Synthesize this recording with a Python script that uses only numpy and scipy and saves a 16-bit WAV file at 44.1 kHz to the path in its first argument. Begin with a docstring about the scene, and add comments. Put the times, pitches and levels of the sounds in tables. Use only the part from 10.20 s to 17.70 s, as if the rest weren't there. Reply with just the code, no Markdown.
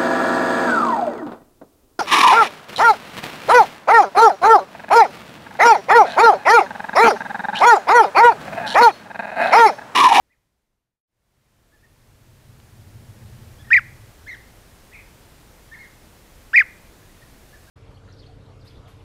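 """Bee-eaters at the edge of a wood

A perched bee-eater gives two loud, rolling whistles: near-pure tones from the syrinx that glide, flip
upward and sag back. The flock answers softly from farther off with calls and pips, and trunks and leaves
scatter every note and three dull ticks. Under them lie a steady hiss and a far engine that drones past.
The scene starts faint, fades out and slowly comes up again."""
import sys
import numpy as np
from scipy import signal
from scipy.fft import rfft, irfft
from scipy.io import wavfile

SR = 44100
rng = np.random.default_rng(int(sys.argv[2]) if len(sys.argv) > 2 else 0)


def pcm_store(signal):
    """Save signal as 16-bit PCM."""
    levels = np.round(np.clip(np.atleast_2d(signal), -1, 1) * 32767)
    wavfile.write(sys.argv[1], SR, levels.astype(np.int16).T)


N = 330750
TIME = np.arange(N) / SR

# how throat and bill colour the overtones of the flock's softer, reedier voices: f/Hz, level/dB
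REEDY_THROAT = [(3200, -12), (4200, -22.5), (5700, -19), (7500, -35.5), (10000, -50)]


def from_db(db):
    """Decibels to gain."""
    return 10 ** (np.asarray(db) / 20)


def at_hz(points, hz):
    """Read a spectrum on a log-frequency axis."""
    points = np.array(points)
    return np.interp(np.log(np.maximum(hz, 1)), np.log(points[:, 0]), points[:, 1])


def rms_one(x):
    """Scale to unit rms."""
    return x / np.sqrt(np.mean(x ** 2) + 1e-20)


def wander(rate_hz, size):
    """Smooth random motion of spread 1."""
    run_in = SR // 5
    low_pass = signal.butter(4, rate_hz, fs=SR, output="sos")
    slow = signal.sosfilt(low_pass, rng.standard_normal(size + run_in))
    return rms_one(slow)[run_in:]


def span_of(start, length):
    """Times of the samples of one note."""
    return TIME[int(start * SR):int((start + length) * SR)]


def ramp(along, share):
    """A quarter sine from near 0 to 1 over the given share of a call."""
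    return np.sin(np.pi / 2 * np.clip(along / share, 1e-4, 1))


def air(level_db=-49):
    """The outdoor bed: even hiss over a soft rumble."""
    # colour of the bed: f/Hz, relative level/dB
    spectrum = [(12, -35), (20, 1), (49, 0.5), (98, -3.5), (180, -8.5), (219, -9.5), (252, -10.5),
                (581, -14), (767, -16.5), (857, -16.5), (1200, -19), (1820, -20), (2760, -23.5),
                (13100, -29.5), (15500, -32)]
    colour = from_db(at_hz(spectrum, np.arange(N // 2 + 1) * SR / N))
    return from_db(level_db) * rms_one(irfft(rfft(rng.standard_normal(N)) * colour, N))


def far_engine():
    """The firing tone and two overtones, smeared into a throbbing drone by a long path in moving air."""
    # the engine's pass: t/s, firing rate/Hz, level before the fader/dB
    pass_by = [(0, 112, -63.5), (1.5, 112, -56), (2.3, 110, -46), (3.1, 107, -43.5), (3.6, 106, -44.5),
               (4.1, 98, -58), (5, 95, -65.5), (7.5, 95, -66.5)]
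    s, firing_hz, level_db = np.transpose(pass_by)
    phase = 2 * np.pi * np.cumsum(np.interp(TIME, s, firing_hz)) / SR
    drone = np.zeros(N)
    for k, db, blur_hz in [(1, 0, 30), (2, -13, 24), (3, -24, 24)]:
        smeared = wander(blur_hz, N) * np.sin(k * phase) + wander(blur_hz, N) * np.cos(k * phase)
        drone += from_db(db) * smeared
    return from_db(np.interp(TIME, s, level_db)) * rms_one(drone)


def whistle(t, pitch_hz, level_db, throat, overtone_db, jitter=.004, roll_off_db=-4.5):
    """The syrinx sings a nearly pure tone whose weak overtones sweep through the throat's resonances."""
    flutter_db, bill_db, resonance_hz = 0.4923, 2.5, 1650
    pitch = pitch_hz * (1 + jitter * wander(440, len(t)))
    loudness = from_db(level_db + flutter_db * wander(499, len(t)))
    # below the throat's main resonance the fundamental loses support, so a call's ends are reedier
    reediness_db = overtone_db + 22 * np.maximum(np.log2(resonance_hz / pitch), 0)
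    phase = 2 * np.pi * np.cumsum(pitch) / SR
    tone = np.sin(phase)
    for k in range(2, 10):
        colour_db = at_hz(throat, k * pitch) + reediness_db + roll_off_db * np.log2(k / 2)
        shimmer_db = bill_db * wander(130, len(t))   # each overtone swells and fades as the bill moves
        tone += from_db(colour_db + shimmer_db) * (k * pitch < SR / 2) * np.sin(k * phase)
    note = np.zeros(N)
    note[np.rint(t * SR).astype(int)] = np.sqrt(2) * loudness * tone * signal.windows.tukey(len(t), .04)
    return note


def register_flips(t, flip_s=0.00094, squareness=3.1):
    """The voice flips upward, holds and sags back; gives the Hz added to one call's pitch."""
    # the flips of all calls: t/s, leap/Hz, hold/s
    flips = [(0.123, 520, 0.01033), (3.531, 554.5, .0118), (3.5469, 120, .0027), (3.5648, 515, 0.0097),
             (4.079, 269.2, 0.01414), (4.095, 261.3, 0.01249), (4.128, 240, 0.0125), (4.734, 530, 0.0149),
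             (4.773, 330.7, 0.0071), (4.792, 560, .020), (5.542, 370, .012), (5.588, 300, .053),
             (6.3598, 565, 0.01302), (6.3722, 305, 0.00583), (6.3805, 220, 0.00393), (6.3922, 560, 0.01147)]
    lift_hz = np.zeros(len(t))
    for s, leap_hz, hold_s in flips:
        if t[0] < s < t[-1]:
            rise = (1 + np.tanh((t - s) / flip_s)) / 2
            sag = np.exp(-(np.maximum(t - s, 0) / hold_s) ** squareness)
            lift_hz += leap_hz * rise * sag
    return lift_hz


def rolling_call(start, length, held_hz, level_db, loudest_s, overtone_db, depth, jitter,
                 throat, half_width_hz):
    """A whistle whose pitch and level rise, hold and fall in one arch, with register flips on top."""
    scoop_s, swell_s, swell_db = .0022, 0.015, 3.5
    t = span_of(start, length)
    along = np.linspace(0, 1, len(t))
    glide_in = 1 - depth * .346 * np.exp(-along / .138)
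    glide_out = 1 - depth * 0.4696 * np.exp((along - 1) / .162)
    scoop = 1 - depth * 0.22 * np.exp(-np.minimum(t - t[0], t[-1] - t) / scoop_s)   # at both ends
    lift_hz = register_flips(t)
    pitch_hz = held_hz * glide_in * glide_out * scoop + lift_hz
    envelope = ramp(along, share=.367) ** .8 * ramp(1 - along, share=0.318) ** 1.19
    # the throat is tuned to the held pitch, so glides and flips are weaker
    resonance = 1 / np.hypot(1, (pitch_hz - held_hz) / half_width_hz)
    accent_db = swell_db * (np.exp(-((t - start - loudest_s) / swell_s) ** 2) - 1)
    contour_db = level_db + 20 * np.log10(envelope * resonance) + accent_db
    roll_off_db = -5.5 + 0.0091 * lift_hz   # per octave; the upper register is brighter
    return whistle(t, pitch_hz, contour_db, throat, overtone_db, jitter, roll_off_db)


def wood(x, wet_db, near_t60=0.25, far_t60=.55, far_db=-9, gap_s=0.012, tree_line_s=.06, leaves_hz=3500):
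    """Near trunks echo briefly, the tree line answers later and lingers; leaves soak up the treble."""
    t = TIME[:SR]
    trunks = rng.standard_normal(SR) * np.sqrt(rng.exponential(1, SR))
    near = from_db(-60 * t / near_t60) * (1 - np.exp(-(t / gap_s) ** 2))
    far = from_db(far_db - 60 * t / far_t60) * (1 - np.exp(-(t / tree_line_s) ** 2))
    echoes = trunks * np.hypot(near, far)
    leaves = signal.butter(2, leaves_hz, fs=SR, output="sos")
    echoes = signal.sosfilt(leaves, echoes / np.linalg.norm(echoes))
    return x + from_db(wet_db) * signal.fftconvolve(x, echoes)[:N]


def flock():
    """Soft rolling calls: the farther the bird, the more of its voice arrives scattered by the trees."""
    # distant calls: t/s, length/s, held pitch/Hz, level/dB, accent after/s, overtone trim/dB,
    # glide depth/0-1, jitter/share of pitch, echo/dB
    calls = [(.090, .068, 2081, -44, 0.0297, -14, 0.95, .004, -6),
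             (4.061, 0.0986, 1958, -33.5, 0.032, 0, 0.76, 0.01128, -6),
             (4.71, 0.1134, 2183, -44.5, 0.036, -9.5, .85, 0.0204, -0.5),
             (5.51, .064, 1839, -40, .026, -8.5, 0.4, .004, -7.5),
             (5.555, 0.114, 1908, -45, .053, 1, 0.62, .01, -1.5)]
    answers = np.zeros(N)
    for *call, echo_db in calls:
        voice = rolling_call(*call, throat=REEDY_THROAT, half_width_hz=700)
        answers += wood(voice, wet_db=echo_db, near_t60=0.23, gap_s=0.0056, leaves_hz=5041)
    return answers


def contact_pips(sag=0.11, edge_db=-10):
    """The flock's tiny contact notes among the trees: pitch and level rise and fall in one arch."""
    # arched pips: middle t/s, length/s, top pitch/Hz, level/dB, overtone trim/dB
    pips = [(1.546, .056, 1768, -50.5, -9.5), (1.645, 0.033, 1873, -47.5, -9),
            (3.408, 0.048, 1731, -56.5, 11.5), (3.452, 0.024, 1914, -53.5, 1.5),
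            (3.49, 0.043, 1850, -49.5, -5.5), (6.829, .025, 1708, -58, -10),
            (6.903, .020, 2004, -59, -10.5), (7.028, 0.025, 1890, -51.5, -8),
            (7.345, .040, 1763, -51, -11.5), (7.483, .028, 1634, -54.5, -9.5)]
    notes = np.zeros(N)
    for middle, length, top_hz, level_db, overtone_db in pips:
        t = span_of(middle - length / 2, length)
        droop = np.linspace(-1, 1, len(t)) ** 2
        notes += whistle(t, top_hz * (1 - sag * droop), level_db + edge_db * droop,
                         REEDY_THROAT, overtone_db)
    return wood(notes, wet_db=-10)


def ticks(low_hz=650, high_hz=3600):
    """Very short, dull ticks, two of them at the height of the loud calls."""
    # single clicks: t/s, peak before the fader/dB
    hits = [(2.401, -36.5), (3.5449, -19), (6.389, -20.5)]
    clicks = np.zeros(N)
    for s, peak_db in hits:
        clicks[int(s * SR)] = from_db(peak_db)
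    band = np.vstack([signal.butter(2, low_hz, "high", fs=SR, output="sos"),
                      signal.butter(4, high_hz, fs=SR, output="sos")])
    tick = signal.sosfilt(band, signal.unit_impulse(SR // 200))
    return np.convolve(clicks, tick / tick.max())[:N]


def perched_bird():
    """Two full-voiced rolling calls with deep glides, close to the microphone."""
    # close calls: t/s, length/s, held pitch/Hz, level/dB, accent after/s, overtone trim/dB
    calls = [(3.503, .0955, 2025, -6, .0325, -1.5), (6.331, 0.09753, 2044, -6.0, .0455, 0)]
    # how throat and bill colour the overtones: f/Hz, level/dB
    throat = [(2400, -8), (3000, -23.5), (3500, -34), (4250, -39), (4850, -25.5), (5150, -30), (5800, -40),
              (7400, -41), (8800, -65), (10000, -51.5), (10900, -37.5), (12200, -43), (14200, -41),
              (15800, -53.5)]
    return sum(rolling_call(*call, depth=0.985, jitter=.004, throat=throat, half_width_hz=480)
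               for call in calls)


def scene():
    """Mono mix: a nearly dry foreground, the flock behind it, air and engine underneath."""
    foreground = wood(perched_bird() + ticks(),
                      wet_db=-26, near_t60=0.29, far_t60=0.62, far_db=-10.5, gap_s=0.016)
    return (foreground + flock() + contact_pips() + air() + far_engine())[None]


def record(dry, cutoff_hz=15600):
    """The fader starts low, closes and slowly opens fully; a steep low-pass cuts the top."""
    # fader ride: t/s, gain
    ride = [(0, .1), (.83, 0), (.87, 0), (3.2, 1), (7.5, 1)]
    fader = np.interp(TIME, *np.transpose(ride))
    low_pass = signal.ellip(12, .1, 80, cutoff_hz, fs=SR, output="sos")
    return signal.sosfilt(low_pass, dry * fader)


dry = scene()
out = record(dry)
pcm_store(out)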